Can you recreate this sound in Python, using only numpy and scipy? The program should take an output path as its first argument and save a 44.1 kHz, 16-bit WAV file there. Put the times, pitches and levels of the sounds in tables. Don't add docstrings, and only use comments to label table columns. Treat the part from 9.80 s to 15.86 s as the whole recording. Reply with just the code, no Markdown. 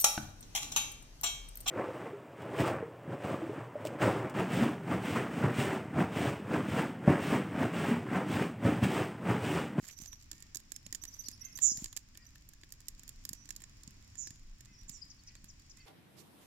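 import sys
import numpy as np
from scipy import signal
from scipy.fft import rfft, irfft
from scipy.io import wavfile
from scipy.ndimage import uniform_filter1d

SR = 44100
rng = np.random.default_rng(int(sys.argv[2]) if len(sys.argv) > 2 else 0)


def digitize_waveform(pressure):
    field = np.atleast_2d(pressure).T
    bounded = np.clip(field, -1, 1)
    quanta = np.round(bounded * 32767).astype(np.int16)
    wavfile.write(sys.argv[1], SR, quanta)


N = 267113
TIME = np.arange(N) / SR

# frequency in Hz, gain in dB.
LEFT_PORT_COLOUR = [(300, -24), (800, -36.5), (1050, -26), (1400, -34), (1800, -22.5), (2900, -12.5),
                    (4100, -6), (5150, 0), (6100, -13), (7200, -21), (8400, -17), (10700, -26),
                    (12500, -21), (15000, -37)]
RIGHT_PORT_COLOUR = [(300, -24), (800, -16), (1050, -25), (1400, -17), (1800, -11.5), (2900, -10.5),
                     (4100, -10), (5150, -5.5), (6100, -4.5), (7200, 6.5), (8400, -12.5), (10300, -14),
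                     (12200, -7), (15000, -19.5)]
# frequency in Hz, relative density in dB per Hz.
AIR_MID_SPECTRUM = [(26, -13), (45, -1.5), (100, -6), (170, -11.5), (290, -15.5), (430, -31), (800, -32.5),
                    (1070, -28.5), (1400, -30.5), (1840, -27), (4300, -32.5), (5400, -23), (6300, -34.5),
                    (7200, -29.5), (8240, -43), (16000, -46.5)]
AIR_SIDE_SPECTRUM = [(30, -2.5), (60, -4), (256, -5), (500, -13), (842, -14.5), (2090, -13.5), (2300, -9),
                     (3500, -18.5), (4860, -9.5), (5860, -13), (6280, -9), (7230, -21.5), (8710, -27.5),
                     (16000, -31)]
AIR_MID_DB, AIR_SIDE_DB = -62.5, -68
# start in seconds, length in seconds, peak gain in dB.
WIND_PUFFS = [(.15, .22, -62), (.62, .08, -64), (2.02, .08, -57), (2.72, .08, -57), (3.08, .1, -51),
              (3.3, .16, -61), (4.6, .17, -50), (4.97, .2, -56), (5.5, .2, -58)]
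BREEZE_DB = -64
# start in seconds, length in seconds, peak gain in dB on the port-coloured rustle.
HAND_STROKES = [(0, 0.16, -44), (.17, 0.13, -47.5), (.52, 0.087, -55), (1.22, 0.37, -54.5),
                (1.76, 0.15, -47.5), (1.93, .17, -47)]
SIZZLE_DB, FLARE_DB, FLARE_S = -62.5, -36.5, 0.06
# centre in seconds, peak level in dB, pitch in Hz.
DULL_THUDS = [(0.031, -47, 217), (0.202, -49, 237), (0.223, -44, 150), (1.068, -45.5, 153),
              (1.13, -54, 257), (1.151, -54, 198), (1.238, -54, 246), (1.488, -46, 248), (1.919, -42, 218),
              (1.954, -49, 223), (1.982, -42.5, 168), (2.024, -37, 198), (3.513, -40.5, 147),
              (3.534, -51, 254), (4.08, -42.5, 165), (4.51, -46, 160), (4.917, -49, 175), (5.1, -44, 171),
              (5.642, -48, 180)]
# start in seconds, length in seconds, centre pitch in Hz, level in dB.
WOOD_SCRAPES = [(0.031, 0.02, 1770, -61.5), (0.087, 0.026, 2480, -58.5), (5.469, 0.065, 2370, -69.5)]
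# start in seconds, then untrimmed levels in dB of the snap, the woody body and the top sizzle.
FIRE_POPS = [(0.0804, -46, -73, -58), (0.0856, -38.5, -61.5, -53), (0.188, -40.5, -63.5, -60),
             (0.2184, -48, -77, -53.5), (0.2588, -39, -61, -65), (0.3298, -43.5, -53.5, -63),
             (0.5147, -32.5, -55, -48.5), (0.5304, -41.5, -60, -66), (0.604, -49, -65, -59),
             (0.624, -40, -62, -58.5), (0.7474, -30.5, -61, -49.5), (0.7562, -28.5, -57.5, -44),
             (0.7698, -32, -61, -47), (0.8016, -48, -65, -62), (0.9192, -30.5, -54, -45),
             (0.9626, -33.5, -59, -50), (1.0645, -35.5, -52.5, -55), (1.1263, -26, -52, -44),
             (1.1483, -27, -51.5, -47), (1.1536, -34.5, -64, -50), (1.2372, -32.5, -54, -45.5),
             (1.2525, -35.5, -57, -50), (1.4847, -28.5, -57, -46.5), (1.514, -44, -67.5, -57),
             (1.775, -34.5, -59, -46.5), (1.7882, -44, -47.5, -47.5), (1.9727, -31, -61, -48),
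             (2.043, -27.5, -49.5, -45), (2.0586, -34, -52.5, -59), (2.128, -37.5, -55, -55.5),
             (2.1651, -29.5, -50.5, -45), (2.1725, -28, -49.5, -44), (2.353, -50, -58.5, -71),
             (2.3739, -39.5, -60.5, -52.5), (2.5569, -59, -60, -64), (2.6892, -47, -79.5, -54.5),
             (2.7348, -48, -69, -63), (2.8345, -48, -54, -83), (2.9222, -36.5, -62.5, -48),
             (3.0044, -48, -70, -60.5), (3.0839, -31.5, -55.5, -42), (3.195, -41.5, -63.5, -59.5),
             (3.2339, -43, -62, -57), (3.2784, -41, -64, -54.5), (3.2919, -35.5, -59.5, -47.5),
             (3.4519, -29.5, -50, -43.5), (3.491, -30.5, -55, -41), (3.5317, -34, -59.5, -45.5),
             (3.6558, -47.5, -68, -66), (3.69, -38.5, -58, -58), (3.706, -29.5, -51.5, -48.5),
             (3.7629, -35.5, -61.5, -50), (3.804, -48, -65, -64), (3.8195, -44, -60.5, -56.5),
             (3.8386, -39, -58.5, -63), (4.0337, -45.5, -74, -63), (4.0764, -40.5, -64.5, -63),
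             (4.1076, -49, -69, -65), (4.3545, -45, -62.5, -68), (4.4718, -38.5, -55, -57.5),
             (4.506, -39, -58.5, -60.5), (4.807, -43.5, -63, -59.5), (4.8574, -50, -67, -71),
             (5.0944, -34.5, -58.5, -49.5), (5.553, -44, -59, -67), (5.6433, -44, -62, -54.5),
             (5.9715, -48, -72, -66)]
# frequency in Hz, relative level in dB, time to fall by 60 dB in seconds.
STICK_MODES = [(310, -1, .028), (590, -9, .022), (1080, -7, .022), (1780, 4, .02), (2650, -3, .01),
               (3500, -7, .008)]
FIRE_PAN_DB, FIRE_SCATTER_DB = -6, 1.5
# start in seconds, length in seconds, mid-note pitch in Hz, level in dB.
TWITTER_NOTES = [(0.102, 0.046, 6100, -55), (0.164, 0.034, 5980, -52.5), (0.201, 0.041, 6220, -49),
                 (0.273, 0.02, 6170, -46.5), (0.315, 0.032, 5950, -50.5), (0.947, 0.025, 5430, -54.5),
                 (1.044, .033, 5520, -57), (1.215, 0.021, 6070, -47.5), (1.276, 0.017, 6060, -46),
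                 (1.336, 0.015, 6070, -47.5), (1.389, 0.022, 6160, -39), (1.456, 0.023, 5890, -48),
                 (1.526, .023, 5430, -52), (1.609, .021, 5800, -47), (1.647, 0.015, 6320, -40),
                 (1.723, 0.013, 5530, -52.5), (1.753, 0.014, 6270, -39), (2.464, 0.0088, 6070, -52.5)]
TWITTER_RISE_HZ, TWITTER_DROP_HZ, TWITTER_PAN_DB = 550, 603, -38
# start in seconds, length in seconds, highest pitch of the arch in Hz,
# level in dB before the layer trim.
FAR_CALLS = [(0.477, 0.27, 464, -75), (1.588, 0.14, 529, -65.5), (2.34, 0.14, 475, -72),
             (4.836, 0.14, 517, -72.5), (5.441, 0.16, 491, -76), (5.958, 0.096, 523, -68)]
# multiple of the pitch, relative level in dB.
CALL_OVERTONES = [(3, -15.5), (4, -3), (5, -6), (6, -14.5)]
# start in seconds, length in seconds, starting pitch in Hz,
# ending pitch in Hz, level in dB, left minus right in dB.
SLURRED_WHISTLES = [(1.32, 0.025, 5900, 4540, -56.5, 17), (1.45, 0.026, 4600, 5600, -57, 4.5),
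                    (1.517, 0.026, 5080, 4490, -59.5, 3), (3.533, 0.16, 5820, 5980, -63.5, -16),
                    (4.92, .06, 5950, 4970, -65.5, 4), (4.965, .075, 5770, 5680, -64, -14),
                    (5.117, 0.083, 6380, 4980, -56, -10)]
# start in seconds, mid-note pitch in Hz, level in dB, left minus right in dB.
TREE_CHIPS = [(1.436, 5010, -52, 28), (1.457, 4470, -55, 15), (2.418, 4990, -63, 9),
              (5.215, 5056, -45.5, 9), (5.388, 4570, -65, 4), (5.563, 4500, -70, 0), (5.79, 4700, -71, 9),
              (5.997, 4630, -62.5, -3)]
CHIP_S, CHIP_ARCH_HZ = 0.024, 472
# start in seconds, length in seconds, starting pitch in Hz before the trill,
# level in dB, left minus right in dB.
BUZZY_CALLS = [(1.813, .12, 6665, -24.5, -20), (4.371, 0.12, 6500, -42, -14), (5.08, .03, 6830, -50, -7),
               (5.106, 0.074, 7330, -53, -22), (5.298, 0.024, 6100, -52, 5), (5.469, .03, 5720, -52, 1),
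               (5.683, 0.028, 6400, -54, 1), (5.894, 0.027, 6300, -54.5, 2)]
BUZZ_MID_FALL_HZ, BUZZ_END_FALL_HZ, BUZZ_PEAK_SHARE = 228, 1235, 0.18
TOP_HZ = 15800


def undb(db):
    return 10 ** (np.asarray(db) / 20)


def unit(x):
    return x / np.sqrt(np.mean(x ** 2, axis=-1, keepdims=True))


def band(x, lo_hz, hi_hz, order=3):
    return signal.sosfilt(signal.butter(order, [lo_hz, hi_hz], "band", fs=SR, output="sos"), x)


def colour(x, points, size=4096):
    hz, db = np.transpose(points)
    bins_hz = np.arange(size // 2 + 1) * SR / size
    gain = undb(np.interp(np.log(bins_hz + 1), np.log(hz), db))
    cepstrum = irfft(np.log(gain))[:size // 2]
    cepstrum[1:] *= 2
    impulse = irfft(np.exp(rfft(cepstrum, size)))
    return signal.fftconvolve(x, impulse)[:len(x)]


def ports(pair):
    return np.array([colour(pair[0], LEFT_PORT_COLOUR), colour(pair[1], RIGHT_PORT_COLOUR)])


def add(out, s, sound):
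    start = max(int(s * SR), 0)
    out[:, start:start + sound.shape[1]] += sound[:, :N - start]


def placed(db, pan_db):
    sides = undb(np.array([[pan_db], [-pan_db]]) / 2)
    return undb(db) * sides / np.linalg.norm(sides)


def swells(rows):
    return sum(undb(db) * np.sin(np.pi * np.clip((TIME - s) / length, 0, 1)) for s, length, db in rows)


def walk(per_s):
    hold = int(SR / per_s)
    steps = np.repeat(rng.standard_normal(N // hold + 1), hold)
    smooth = uniform_filter1d(uniform_filter1d(steps, hold), hold)
    return unit(smooth[:N])


def arch(u, start, middle, end):
    return start + (end - start) * u + (2 * middle - start - end) * 2 * u * (1 - u)


def echoes(x, wet_db, t60_s, delay_s):
    t = TIME[:SR]
    decay = np.exp(-np.log(1000) * t / t60_s)
    reflections = rng.standard_normal((2, SR)) ** 3 * (t > delay_s) * decay
    tail = unit(reflections) / np.sqrt(SR)
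    return undb(wet_db) * signal.fftconvolve(x, tail, axes=1)[:, :N]


def ticks(per_s, spread_db, ring_s):
    sizes = undb(spread_db * np.minimum(rng.exponential(size=N), 2))
    hits = (rng.random(N) < per_s / SR) * sizes
    decay = np.exp(-TIME[:SR // 50] / ring_s)
    envelope = signal.fftconvolve(hits, decay)[:N]
    return unit(envelope * rng.standard_normal((2, N)))


def air(swell_db=1.0, flutter_db=3, draught_db=-69, hiss_db=-76):
    mid = unit(colour(rng.standard_normal(N), AIR_MID_SPECTRUM)) * undb(AIR_MID_DB)
    side = unit(colour(rng.standard_normal(N), AIR_SIDE_SPECTRUM)) * undb(AIR_SIDE_DB)
    hush = (mid + np.array([side, -side])) * undb(swell_db * walk(3.744))
    flames = unit(band(rng.standard_normal(N), 59, 125)) * undb(draught_db + flutter_db * walk(7.4))
    hiss = unit(band(rng.standard_normal((2, N)), 5400, 7740)) * undb(hiss_db + 2 * walk(5.6))
    rumble = unit(band(rng.standard_normal(N), 14, 37.9)) * (undb(BREEZE_DB) + swells(WIND_PUFFS))
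    return hush + flames + hiss + rumble


def sizzle(per_s=45, spread_db=6):
    crackle = ticks(per_s, spread_db, ring_s=0.0016)
    flare = np.zeros(N)
    for s, snap, *_ in FIRE_POPS:
        start = int(s * SR)
        dying = undb(snap + FLARE_DB) * np.exp(-TIME[:N - start] / FLARE_S)
        flare[start:] = np.maximum(flare[start:], dying)
    return ports(crackle) * (undb(SIZZLE_DB) + flare)


def rustle(body_db=-13, left_db=-5):
    grains = ticks(per_s=1000, spread_db=5, ring_s=0.0005)
    fibres = ports(grains) * undb([[left_db], [0]])
    body = undb(body_db) * band(grains, 200, 3900, order=1)
    return (fibres + body) * swells(HAND_STROKES)


def thuds(width_s=0.0026):
    out = np.zeros((2, N))
    t = TIME[:SR // 25] - 1 / 50
    bell = np.exp(-(t / width_s) ** 2)
    for s, db, hz in DULL_THUDS:
        bump = -undb(db) * np.cos(2 * np.pi * hz * t) * bell
        add(out, s + t[0], bump[None])
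    return out


def scrapes(width=0.24):
    out = np.zeros((2, N))
    catches = ticks(per_s=500, spread_db=3, ring_s=0.001)
    for s, length, hz, db in WOOD_SCRAPES:
        size = int(length * SR)
        piece = catches[:, int(s * SR):][:, :size]
        sound = band(piece, hz * (1 - width), hz * (1 + width), order=2)
        add(out, s, unit(sound * np.hanning(size)) * undb(db))
    return out


def wood_ring(t, stretch=0.025, spot_db=4, rise_s=0.00015):
    ring = 0
    for (hz, db, t60), (spot, shift) in zip(STICK_MODES, rng.standard_normal((len(STICK_MODES), 2))):
        tone = np.sin(2 * np.pi * hz * np.exp(stretch * shift) * t)
        decay = np.exp(-np.log(1000) * t / t60)
        ring = ring + undb(db + spot_db * spot) * tone * decay
    return ring * (1 - np.exp(-t / rise_s))


def pops(snap_db=-2.5, body_db=6.5, top_db=7, crack=3, burst_s=0.0017, wall_s=0.0036,
         wall_spread_s=0.00089, wall_db=-13, tail_s=0.023, tail_db=-27, wood_db=-27, shared=0.52, size=2048):
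    out, t = np.zeros((2, N)), TIME[:size]
    slap = undb(wall_db) * np.exp(-((t - wall_s) / wall_spread_s) ** 2)
    scatter = np.exp(-t / burst_s) + slap + undb(tail_db) * np.exp(-t / tail_s)
    for s, snap, body, top in FIRE_POPS:
        noise = rng.standard_normal((3, size))
        burst = (np.sqrt(1 - shared) * noise[:2] + np.sqrt(shared) * noise[2]) * scatter
        burst[:, 0] += crack
        burst[0] = np.pad(burst[0], (4, 0))[:size]
        burst = ports(burst) + undb(wood_db) * wood_ring(t)
        sides = placed(0, FIRE_PAN_DB + FIRE_SCATTER_DB * rng.standard_normal())
        bands = [(250, 4200, body + body_db, 1),
                 (4200, 8500, snap + snap_db, sides),
                 (8500, 17000, top + top_db, sides)]
        for lo_hz, hi_hz, db, gain in bands:
            part = band(burst, lo_hz, hi_hz) * gain
            peak = np.sqrt(uniform_filter1d(np.mean(part ** 2, axis=0), size=88).max())
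            add(out, s, part * undb(db) / peak)
    return out


def note(length, start, middle, end, overtone_db=-60, waver=0.0056):
    u = np.linspace(0, 1, int(length * SR))
    wander = 1 + waver * unit(band(rng.standard_normal(len(u)), 80, 600))
    phase = 2 * np.pi * np.cumsum(arch(u, start, middle, end) * wander) / SR
    tone = np.sin(phase) + undb(overtone_db) * np.sin(2 * phase)
    return unit(np.sin(np.pi * u) ** 0.86 * tone)


def twitter(overtone_db=-11):
    out = np.zeros((2, N))
    loudest_db = max(row[3] for row in TWITTER_NOTES)
    for s, length, hz, db in TWITTER_NOTES:
        effort = undb(0.27 * (db - loudest_db))
        start, end = hz - TWITTER_RISE_HZ * effort, hz - TWITTER_DROP_HZ * effort
        tone = note(length, start, hz, end, overtone_db)
        add(out, s, tone * placed(db, TWITTER_PAN_DB))
    return out


def nasal_calls(gain_db=-3):
    out = np.zeros((2, N))
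    for s, length, hz, db in FAR_CALLS:
        u = np.linspace(0, 1, int(length * SR))
        hoarse = 1 + 0.02 * unit(band(rng.standard_normal(len(u)), 30, 200))
        pitch = hz * arch(u, 0.87, 1, 0.87) * hoarse
        phase = 2 * np.pi * np.cumsum(pitch) / SR
        tone = sum(undb(part_db) * np.sin(k * phase) for k, part_db in CALL_OVERTONES)
        add(out, s, undb(db + gain_db) * unit(tone * np.sin(np.pi * u))[None])
    return out + echoes(out, wet_db=-1.5, t60_s=0.61, delay_s=0.011)


def whistles():
    out = np.zeros((2, N))
    for s, hz, db, pan in TREE_CHIPS:
        chip = note(CHIP_S, hz - CHIP_ARCH_HZ, hz, hz - CHIP_ARCH_HZ)
        add(out, s, chip * placed(db, pan))
    for s, length, start, end, db, pan in SLURRED_WHISTLES:
        slur = note(length, start, (start + end) / 2, end, waver=0.022)
        add(out, s, slur * placed(db, pan))
    return out


def buzzes(trill_hz=135, swing_hz=680, throb=0.3, second_db=-6, overtone_db=-22):
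    out = np.zeros((2, N))
    for s, length, start, db, pan in BUZZY_CALLS:
        u = np.linspace(0, 1, int(length * SR))
        wobble = np.interp(u, np.linspace(0, 1, 12), rng.standard_normal(12))
        trill = np.sin(2 * np.pi * np.cumsum(trill_hz * (1 + 0.059 * wobble)) / SR)
        fall = arch(u, start, start - BUZZ_MID_FALL_HZ, start - BUZZ_END_FALL_HZ)
        hz = fall + 120 * unit(band(rng.standard_normal(len(u)), 100, 900))
        upper = 2 * np.pi * np.cumsum(hz + swing_hz * trill) / SR
        lower = 2 * np.pi * np.cumsum(hz - 250 - swing_hz * 0.34 * trill) / SR
        first = (np.sin(upper) + undb(overtone_db) * np.sin(2 * upper)) * (1 + throb * trill)
        second = np.sin(lower) + undb(overtone_db) * np.sin(upper + lower)
        tone = first + undb(second_db) * np.minimum(2 * u, 1) * second
        tone = tone * np.interp(u, [0, BUZZ_PEAK_SHARE, 0.95, 1], [0, 1, 0.35, 0])
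        add(out, s, unit(ports([tone, tone])) * placed(db, pan))
    return out


def scene():
    fire = sizzle() + thuds() + pops()
    hand = rustle() + scrapes()
    birds = twitter() + whistles() + buzzes()
    ground = echoes(birds, wet_db=-8, t60_s=0.073, delay_s=0.00056)
    trees = echoes(birds.mean(axis=0, keepdims=True), wet_db=-8.5, t60_s=0.48, delay_s=0.017)
    return air() + fire + hand + birds + ground + trees + nasal_calls()


def record(dry):
    return signal.sosfilt(signal.ellip(8, 0.2, 70, TOP_HZ, fs=SR, output="sos"), dry)


dry = scene()
out = record(dry)
digitize_waveform(out)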